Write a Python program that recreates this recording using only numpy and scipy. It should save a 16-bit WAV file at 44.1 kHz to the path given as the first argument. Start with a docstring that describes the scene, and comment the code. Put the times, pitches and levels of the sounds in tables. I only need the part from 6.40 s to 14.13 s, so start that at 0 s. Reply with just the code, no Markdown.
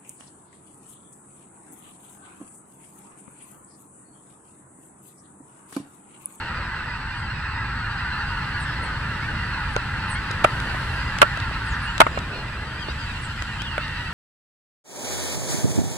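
"""Geese over farmland

A huge flock flies over: hundreds of high, arched yelps merge into a din, and nearer birds stand out.
A small bird chips overhead and a low rumble lies under everything. A hand-held camera whines and
hisses faintly; its case rubs, ticks and takes a few knocks, the hardest overloading the microphones."""
import sys
import numpy as np
from scipy import signal
from scipy.fft import rfft, irfft, next_fast_len
from scipy.io import wavfile
from scipy.ndimage import map_coordinates

SR = 44100
rng = np.random.default_rng(int(sys.argv[2]) if len(sys.argv) > 2 else 0)


def inscribe(sig):
    """Save sig as 16-bit PCM at rate SR to the path in sys.argv[1].

    A 1-D sig is mono; a 2-D sig holds one channel per row.
    Samples are clipped to [-1, 1] before scaling.
    """
    pcm = np.round(np.clip(np.atleast_2d(sig).T, -1, 1) * 32767)
    wavfile.write(sys.argv[1], SR, pcm.astype(np.int16))


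N = 340893

# How loud the passing flock is: time_s, level_db
FLOCK_LEVEL = [(0.0, -31.5), (0.84, -31.5), (1.01, -31), (1.4, -30.5), (1.74, -28.5), (2.8, -31),
               (2.95, -29.5), (5.49, -30), (5.75, -35.5), (7.11, -35), (7.32, -33.5), (7.73, -34.5)]
# Calls of the nearest geese: start_s, length_s, pitch_hz, glide_octaves, throat_hz,
# nasal_lift_db, level_db, jitter_share (how much the pitch shakes)
NEAREST_YELPS = [(0.138, 0.078, 1560, -0.026, 4650, -4, -37, .004),
                 (0.34, 0.047, 1620, -0.086, 4700, 0, -39, .005),
                 (0.443, .1, 1600, 0.17, 4400, -8, -41, .006),
                 (0.523, 0.09, 1440, -0.14, 4400, 4, -44, .012),
                 (0.666, .075, 1450, -0.28, 4300, -2, -48, .004),
                 (1.14, 0.11, 1700, -0.13, 4900, -3, -43, .003),
                 (1.24, 0.05, 1340, .1, 4100, -3, -45, .004),
                 (1.298, .075, 1680, -0.045, 5000, -2, -42, .003),
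                 (1.385, 0.054, 1475, -0.049, 4400, -3, -42, .004),
                 (1.442, 0.057, 1410, -.09, 4300, -1, -41, .004),
                 (1.49, 0.059, 1570, 0.016, 4700, 0, -36, .003),
                 (1.54, .07, 1360, -0.1, 4100, -4, -42, .004),
                 (1.62, .085, 1610, 0.14, 4800, -2, -37, .004),
                 (1.71, .065, 1370, .12, 4150, 8, -33, 0.0078),
                 (1.76, 0.09, 1510, -0.1, 4500, 2, -32, 0.0063),
                 (1.85, .08, 1590, 0.052, 4700, -5, -32, .006),
                 (2.222, 0.15, 1730, -0.1, 5200, 12, -33, .004),
                 (2.7, .11, 1400, -.09, 5600, 13, -38, .003),
                 (2.803, .07, 1113, 0.27, 2200, -2, -27.5, .006),
                 (3.0, 0.094, 1530, -0.01, 4600, 0, -34, .005),
                 (3.086, 0.11, 1410, -0.13, 4200, 2, -35, .005),
                 (3.737, 0.055, 1080, 0.13, 2400, 0, -27, .006),
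                 (4.372, 0.11, 1410, -.04, 4260, -4, -34, .006),
                 (4.528, 0.21, 1610, 0.15, 4700, -2, -33, 0.0099),
                 (5.432, 0.1, 1420, 0.14, 2900, 5.5, -33, 0.0096),
                 (5.912, .125, 1418, -.11, 4400, 5, -31, .004),
                 (6.38, 0.089, 1585, -0.18, 3900, -2, -26.5, .022),
                 (6.469, 0.062, 946, 0.17, 4400, 2, -28.5, 0.019),
                 (6.573, 0.11, 1570, -0.1, 4800, 4, -31.5, .018),
                 (6.651, 0.089, 1290, -0.19, 2900, -3, -26.5, .024),
                 (7.18, 0.061, 1614, 0.16, 3400, -2, -26, 0.034),
                 (7.215, 0.095, 1700, -0.49, 3400, 0, -32, .019),
                 (7.219, 0.16, 1437, -0.17, 3000, 2, -31.5, 0.017),
                 (7.385, 0.089, 917, 0.17, 4600, 16, -34, .006),
                 (7.387, 0.13, 1020, -0.17, 2000, 3, -32.5, .015),
                 (7.416, 0.17, 922, -0.061, 1850, 4, -30.5, .015),
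                 (7.524, 0.17, 965, 0.044, 1970, 2, -29.5, .015),
                 (7.54, 0.1, 880, -.08, 1750, -1, -34, .015)]
# A tone table says how strong low and high sounds are compared with each other.
# Tone of the far din, dulled by the air: frequency_hz, gain_db
DIN_TONE = [(450, -64), (700, -22), (800, -10), (900, -3.5), (1100, -8.5), (1400, -1.5), (1950, -3.5),
            (2300, -19), (2750, -9), (3250, -32), (4300, -15), (5200, -30.5), (6300, -40), (9000, -56)]
# Tone of the geese midway, mostly their lowest note: frequency_hz, gain_db
MIDWAY_TONE = [(900, -38), (1300, 0.5), (1750, -2.5), (2000, 0.5), (2300, -10), (2800, -15.5),
               (3400, -41), (4400, -31), (6000, -51)]
# Tone of the closer geese, rich in overtones: frequency_hz, gain_db
CLOSE_TONE = [(600, -32), (1400, -7), (1750, 3.5), (2000, -4), (2300, 6), (2800, 7), (3400, -9.5),
              (3900, 1), (4400, -1.5), (5200, -5), (6300, -27), (8500, -31)]
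# The small bird's calls: start_s, length_s, start_hz, swoop_end_hz, end_hz, upper_start_db, level_db
CHIPS = [(.75, .083, 9600, 7600, 7200, -6, -56), (2.193, 0.063, 10000, 7700, 7450, -7, -44.5),
         (2.419, 0.065, 10000, 7860, 7550, -7, -46.5), (3.29, .076, 10300, 8600, 8400, -6, -57),
         (3.684, 0.08, 10600, 7730, 8150, -6, -37.5), (5.246, 0.12, 10700, 7060, 4800, -15, -47.5),
         (5.408, 0.074, 10300, 8300, 8100, -4, -50), (6.808, .075, 9800, 7750, 7600, -10, -46)]
# Knocks on the case: start_s, level_db, rattle_s, brightness_hz, ring_gain_db, push_db, push_hz
KNOCKS = [(3.3638, -15, 0.0037, 1000, -15, -7, 470), (3.907, -29, 0.0033, 400, -23, -25, 430),
          (4.043, -9, 0.0042, 4020, -18, -35, 480), (4.0453, -4.5, 0.007, 1650, -22, -6.5, 476),
          (4.344, -25, 0.0065, 700, -28, -28, 600), (4.817, 1.5, 0.0041, 3900, -14, -9, 500),
          (4.826, -3.5, 0.006, 1700, -15, -20, 560), (4.973, -30, 0.0048, 1200, -16, -42, 560),
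          (5.112, -35, .005, 714, -20, -27, 600), (5.603, 2.5, 0.0057, 4200, -21, -6, 370),
          (5.613, -1.5, 0.0074, 2140, -14, -9.5, 590), (5.666, -14, 0.0064, 1060, -16, -17, 480),
          (5.774, -20, 0.0079, 1290, -15, -19, 480), (6.485, -25.5, 0.0055, 400, -18, -22, 402),
          (7.3798, -15.5, 0.0022, 2090, -14.5, -25, 600)]
# Notes the case rings with: pitch_hz, gain_db, fade_s (time to fall by 60 dB)
CASE_NOTES = [(600, 7, 0.055), (913, 5, 0.065), (1150, 8.5, 0.033), (1371, 8.5, 0.095), (1479, 14, 0.044),
              (2120, -9, 0.06), (2790, -2, 0.074)]
# Tone of a knock's rattle at each microphone: frequency_hz, left_db, right_db
RATTLE_TONE = [(60, -26, -28), (196, -24, -30), (324, -18, -3), (534, -12, -14.5), (624, 9, 2.5),
               (746, -18, 0), (950, -20, 3), (1290, 13.5, -2.5), (1570, -16, -6.5), (2180, -7, 4.5),
               (3440, -16.5, -5), (4940, -23.5, -22), (9600, -9, -8.5), (15000, -31, -26)]
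# Small ticks of the case: start_s, gain_db
TICKS = [(3.363, -10), (3.912, -13.5), (4.041, -12), (4.2012, -16), (4.786, -11.5), (4.8156, -8),
         (4.973, -18.5), (5.001, -16), (5.5798, -10), (5.6018, -4), (5.789, -16), (7.0223, -13.5),
         (7.219, -14.5), (7.48, -23)]
# Tone of a tick: frequency_hz, gain_db
TICK_TONE = [(1000, 12), (3500, 15.5), (7000, 3), (11000, -5.5), (15000, -27)]
# The hand shifts on the case: start_s, length_s, level_db
RUBS = [(-.1, 0.7, -41.5), (2.246, 1.04, -43), (3.9, 1.08, -38.5), (5.648, 1.04, -39), (7.3, 0.67, -58)]
# Tone of the rubbing: frequency_hz, gain_db
RUB_TONE = [(120, 6), (300, 5.5), (480, 4), (600, 4), (750, 0), (1400, -3), (3000, -11), (8000, -74)]
# A sliding finger first, then the lens motor: start_s, length_s, centre_hz, width_hz, level_db
WHIRRS = [(4.028, 0.59, 9300, 2200, -59), (4.603, 0.36, 7450, 260, -60), (5.456, 0.36, 7400, 260, -57),
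          (6.504, 0.72, 7400, 260, -59.5)]
# How the rumble rises and falls: time_s, gain_db
RUMBLE_SWELL = [(0.0, -36.5), (2.09, -31), (5.53, -31), (6.29, -36), (6.59, -33.5), (7.73, -33)]
# Tone of the rumble: frequency_hz, gain_db
RUMBLE_TONE = [(20, -17), (40, -5.5), (62, -2.5), (85, -4.5), (130, -5.5), (170, -12.5), (250, -18),
               (400, -29), (650, -31.5), (1200, -34), (3000, -84)]
# How the camera's hiss rises and falls: time_s, gain_db
HISS_SWELL = [(0.0, -68.5), (1.12, -70.5), (2.0, -65.5), (3.74, -64.5), (4.28, -61.5), (6.31, -66),
              (6.76, -63), (7.38, -64.5), (7.73, -63)]
# Tone of the hiss: frequency_hz, gain_db
HISS_TONE = [(300, 8), (3000, 20.5), (6500, 2), (7400, 1.5), (8100, 1.5), (9500, -2), (11500, -2.5),
             (12500, -16), (15000, -31)]
# How the two microphones hear the geese: frequency_hz, left_over_right_db, left_lead_rad, likeness_share
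MICROPHONES = [(500, 8, -1.5, 1), (900, -0.2, 0.39, 1), (1340, 2.5, 0.34, 0.87), (2200, -5, 0.59, 1),
               (2333, 6, -12, 0.43), (2590, -19, 0.9, 1), (3100, 6, 1.5, 0.6), (4700, 8.5, 1.77, 1),
               (5470, 49, 9, 0.2), (6500, 9, 1, 0)]


def geese():
    """Far birds blur into a din, those midway keep their pitch, and closer ones keep their overtones."""
    flock_db = over_time(FLOCK_LEVEL)
    close_db = -43 + 0.042 * (flock_db - flock_db.mean())  # barely follows the flock's swell
    group = chorus(count=800, pitch_hz=1154, spread=.3, jitter=.014, length_s=.085)
    din = [coloured(throng(group, count=6) + amp(-6) * rng.standard_normal(N), DIN_TONE)
           for _ in range(2)]
    midway = chorus(count=400, pitch_hz=1590, spread=.13, jitter=.004, length_s=.072)
    close = chorus(count=380, pitch_hz=1430, spread=.17, jitter=.005, length_s=.072)
    calls = amp(flock_db - 7) * coloured(midway, MIDWAY_TONE)
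    calls += amp(close_db) * coloured(close, CLOSE_TONE)
    calls += nearest_geese()
    direct = amp(flock_db - 1.08) * din[0] + calls
    scattered = amp(flock_db - 2.08) * din[1] + ground_echo(calls, fade_s=0.026)
    return microphones(direct, scattered)


def nearest_geese(arch_octaves=0.0292, nasal_hz=2820):
    """Yelps heard one by one: a throat ring and a nasal ring shape the overtones above a weak low note."""
    track = np.zeros(N)
    for start_s, length_s, pitch_hz, glide, throat_hz, nasal_lift_db, level_db, jitter in NEAREST_YELPS:
        pitches = pitch_hz * 2 ** np.array([-glide / 2 - arch_octaves, 0, glide / 2 - arch_octaves])
        hz = pitch_hz * np.arange(1, 7)
        throat_db = 11 * np.exp(-(np.log(hz / throat_hz) / 0.28) ** 2)
        nasal_db = nasal_lift_db * np.exp(-(np.log(hz / nasal_hz) / 0.21) ** 2)
        air_loss_db = 7 * (hz / 5000) ** 4  # the air swallows the highest overtones
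        harmonics_db = throat_db + nasal_db - 15.5 - air_loss_db - 6 * (hz == pitch_hz)
        add(track, start_s, amp(level_db) * yelp(length_s, pitches, jitter, harmonics_db))
    return track


def yelp(length_s, pitches, jitter, harmonics_db, rasp_db=2.2, rasp_rate_hz=330):
    """One goose call: a note with overtones bends through three pitches, rough from an unsteady throat."""
    progress = np.linspace(0, 1, int(length_s * SR))
    start, middle, end = pitches
    arch = (middle - (start + end) / 2) * 4 * progress * (1 - progress)
    pitch_hz = start + (end - start) * progress + arch
    quaver, flutter = [np.interp(progress * length_s * rasp_rate_hz, np.arange(100), points)
                       for points in rng.standard_normal((2, 100))]
    phase = (2 * np.pi * np.cumsum(pitch_hz * (1 + jitter * quaver)) / SR).astype(np.float32)
    tone = sum(np.float32(gain) * np.sin(k * phase) for k, gain in enumerate(amp(harmonics_db), 1))
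    return tone * np.sin(np.pi * progress) * unit(amp(rasp_db * flutter))


def chorus(count, pitch_hz, spread, jitter, length_s):
    """Many geese call at loosely even times, each with its own pitch, arch, tone and loudness."""
    track = np.zeros(N)
    for start_s, traits in zip(np.linspace(-.15, N / SR, count), rng.standard_normal((count, 11))):
        traits = np.clip(traits, -1.8, 1.8)
        high, long, tilt, ending, late, loud = traits[:6]
        shape = np.array([.975 + .06 * tilt, 1, .915 - .03 * tilt + .025 * ending])
        pitches = pitch_hz * np.exp(spread * high) * shape
        call = yelp(length_s * np.exp(.25 * long), pitches, jitter, harmonics_db=2 * traits[6:])
        add(track, start_s + .025 * late, amp(2.5 * min(loud, 1)) * call)
    return unit(track)


def throng(group, count):
    """Copies of one group make a flock, each a little higher or lower and out of step with the rest."""
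    samples = np.arange(N)
    speeds = np.exp(np.linspace(-.2, .2, count))
    copies = [np.interp((samples * speed + rng.uniform(0, N)) % N, samples, group) for speed in speeds]
    return unit(sum(copies))


def ground_echo(sound, fade_s):
    """The ground and the reeds scatter sound into a short, soft tail."""
    t = np.arange(SR // 2) / SR
    tail = rng.standard_normal(len(t)) * amp(-60 * t / fade_s)
    return signal.fftconvolve(sound, tail / np.linalg.norm(tail))[:N]


def microphones(direct, scattered):
    """Both microphones share the direct sound; the camera body shades and delays each in its own way."""
    def response(hz):
        balance_db, lead, likeness = over_frequency(MICROPHONES, hz)
        left = amp(balance_db / 2) * np.exp(.5j * lead)
        sides = np.array([left, 1 / left])
        sides /= np.sqrt(np.mean(np.abs(sides) ** 2, axis=0))
        blend = np.arccos(np.clip(likeness, 0, 1)) / 2  # more scattered sound makes the sides less alike
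        mix = np.array([[np.cos(blend), np.sin(blend)], [np.cos(blend), -np.sin(blend)]])
        return sides[:, None] * mix
    return filtered(np.array([direct, scattered]), response).sum(axis=1)


def small_bird(swoop_share=0.53, split_hz=860, takeover_db=17, jitter=0.006):
    """Each chip swoops down, then hooks up or dives on; the voice box's two sides sing a little apart."""
    def voice(hz):
        phase = 2 * np.pi * np.cumsum(hz * (1 + jitter * wobble(510, len(hz)))) / SR
        return np.sin(phase) * amp(2.4 * wobble(164, len(hz)))

    track = np.zeros(N)
    for start_s, length_s, start_hz, swoop_end_hz, end_hz, upper_db, level_db in CHIPS:
        progress = np.linspace(0, 1, int(length_s * SR))
        swoop = np.maximum(1 - progress / swoop_share, 0) ** 1.3
        hook = np.maximum(progress - swoop_share, 0) / (1 - swoop_share)
        pitch_hz = swoop_end_hz + (start_hz - swoop_end_hz) * swoop + (end_hz - swoop_end_hz) * hook
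        upper_gain = amp(upper_db + takeover_db * progress)  # the upper voice slowly takes over
        chip = (voice(pitch_hz) + upper_gain * voice(pitch_hz + split_hz)) / np.sqrt(1 + upper_gain ** 2)
        add(track, start_s, amp(level_db) * np.abs(np.sin(np.pi * progress)) ** 1.1 * chip)
    return np.array([track, track])


def knocks(push_fade_s=0.011):
    """A knock is a hollow push and a brief rattle of plastic parts, after which the case rings."""
    track, t = np.zeros((2, N)), np.arange(SR // 5) / SR
    for start_s, level_db, rattle_s, bright_hz, ring_db, push_db, push_hz in KNOCKS:
        shared_lows = filtered(rng.standard_normal(len(t)), lambda hz: .9 / (1 + (hz / 800) ** 4))
        rattle = filtered(shared_lows + rng.standard_normal((2, len(t))),
                          lambda hz: amp(over_frequency(RATTLE_TONE, hz)) / np.sqrt(1 + (hz / bright_hz) ** 3))
        rattle *= (1 - np.exp(-t / .0007)) * np.exp(-(t / rattle_s) ** 2)
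        rattle /= np.sqrt(np.sum(rattle ** 2) / (rattle_s * SR))
        ring = np.zeros_like(rattle)
        for hz, gain_db, fade_s in CASE_NOTES:
            fade = amp(gain_db + rng.normal(0, 1.3, (2, 1)) - 60 * t / fade_s)
            note = np.sin(2 * np.pi * (hz * t + rng.random((2, 1))))
            ring += fade * note / np.sqrt(1 + (hz / bright_hz) ** 2)
        ring *= amp(ring_db) * (1 - np.exp(-t / 0.00082))
        push = amp(push_db - 60 * t / push_fade_s) * np.sin(2 * np.pi * push_hz * t)
        add(track, start_s, amp(level_db) * (rattle + ring) + push)
    return track


def ticks(rise_s=.001, fade_s=.009):
    """The case gives dry, bright clicks under the fingers."""
    track, t = np.zeros((2, N)), np.arange(SR // 30) / SR
    envelope = (1 - np.exp(-t / rise_s)) * amp(-60 * t / fade_s)
    for start_s, gain_db in TICKS:
        snap = coloured(rng.standard_normal((2, len(t))), TICK_TONE)
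        add(track, start_s, amp(gain_db) * snap * envelope)
    return track


def hand_rubs(rest_db=-67, rise_s=0.086, fade_db=10, release_s=0.18):
    """The hand rubs softly on the camera, stirring the low ring of its case."""
    pressure = np.full(N, amp(rest_db))
    for start_s, length_s, level_db in RUBS:
        t = np.arange(int(length_s * SR)) / SR
        stroke = np.clip(np.minimum(t / rise_s, (length_s - t) / release_s), 0, 1)
        add(pressure, start_s, stroke * amp(level_db - fade_db * t / length_s))
    friction = rng.standard_normal(N) + 0.29 * rng.standard_normal((2, N))
    return pressure * amp(2.8 * wobble(25)) * coloured(friction, RUB_TONE)


def whirrs(edge_s=0.021):
    """A sliding finger and the lens motor each make a fine hiss that starts and stops quickly."""
    track = np.zeros((2, N))
    for start_s, length_s, centre_hz, width_hz, level_db in WHIRRS:
        t = np.arange(int(length_s * SR)) / SR
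        noise = rng.standard_normal((2, len(t)))
        band = filtered(noise, lambda hz: np.exp(-.5 * ((hz - centre_hz) / width_hz) ** 2))
        envelope = np.clip(np.minimum(t, length_s - t) / edge_s, 0, 1)
        add(track, start_s, amp(level_db) * unit(band) * envelope)
    return track


def camera_whine(pitch_hz=7852, pictures_per_s=30, level_db=-60.5):
    """The camera's electronics sing one thin tone, whose pitch sways with every picture."""
    t = np.arange(N) / SR
    cycle = 2 * np.pi * pictures_per_s * t
    sway = 1.1 * np.sin(cycle) - .7 * np.sin(2 * cycle) + .3 * wobble(6)
    return amp(level_db) * np.sin(2 * np.pi * pitch_hz * t + sway)


def rumble_and_hiss():
    """A low outdoor rumble, nearly alike on both sides, and the camera's own hiss."""
    rumble = coloured(rng.standard_normal(N) + .11 * rng.standard_normal((2, N)), RUMBLE_TONE)
    hiss = coloured(rng.standard_normal((2, N)), HISS_TONE)
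    rumble_db = over_time(RUMBLE_SWELL) + 1 + 0.6 * wobble(5.6)
    hiss_db = over_time(HISS_SWELL) + 23
    return amp(rumble_db) * rumble + amp(hiss_db) * hiss


def amp(db):
    """Turns decibels into a number to multiply by."""
    return 10 ** (np.asarray(db) / 20)


def unit(sound):
    """Scales a sound to an average strength (rms) of 1."""
    return sound / np.sqrt(np.mean(sound ** 2) + 1e-20)


def over_frequency(table, hz):
    """Reads between a table's rows at any frequency, giving each octave equal room."""
    row_hz, *columns = np.transpose(table)
    return np.squeeze([np.interp(np.log(hz + 1), np.log(row_hz + 1), column) for column in columns])


def over_time(table):
    """Joins (time_s, value) rows with straight lines, giving one value per sample."""
    return np.interp(np.arange(N) / SR, *np.transpose(table))


def wobble(rate_hz, size=N):
    """A smooth curve through rate_hz random points a second."""
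    points = rng.standard_normal(int(size * rate_hz / SR) + 4)
    return map_coordinates(points, [np.arange(size) * rate_hz / SR])


def filtered(sound, response):
    """Multiplies each frequency in a sound by response(hz)."""
    size = next_fast_len(sound.shape[-1] + 8192)
    spectrum = rfft(sound, size) * response(np.fft.rfftfreq(size, 1 / SR))
    return irfft(spectrum, size)[..., :sound.shape[-1]]


def coloured(sound, tone):
    """Shapes a sound with a tone table, then scales it to strength 1."""
    return unit(filtered(sound, lambda hz: amp(over_frequency(tone, hz))))


def add(track, start_s, sound):
    """Mixes a sound into a track at the given time."""
    start = round(start_s * SR)
    first, last = max(start, 0), min(start + sound.shape[-1], N)
    if last > first:
        track[..., first:last] += sound[..., first - start:last - start]


def scene():
    """Birds in the sky, noises on the camera and a rumble underneath."""
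    birds = geese() + small_bird()
    return birds + knocks() + ticks() + hand_rubs() + whirrs() + camera_whine() + rumble_and_hiss()


def record(dry, top_hz=15400):
    """The loudest knocks overload and have their peaks flattened; the highest treble is cut away."""
    return filtered(np.clip(dry, -1, 1), lambda hz: 1 / (1 + (hz / top_hz) ** 50))


dry = scene()
out = record(dry)
inscribe(out)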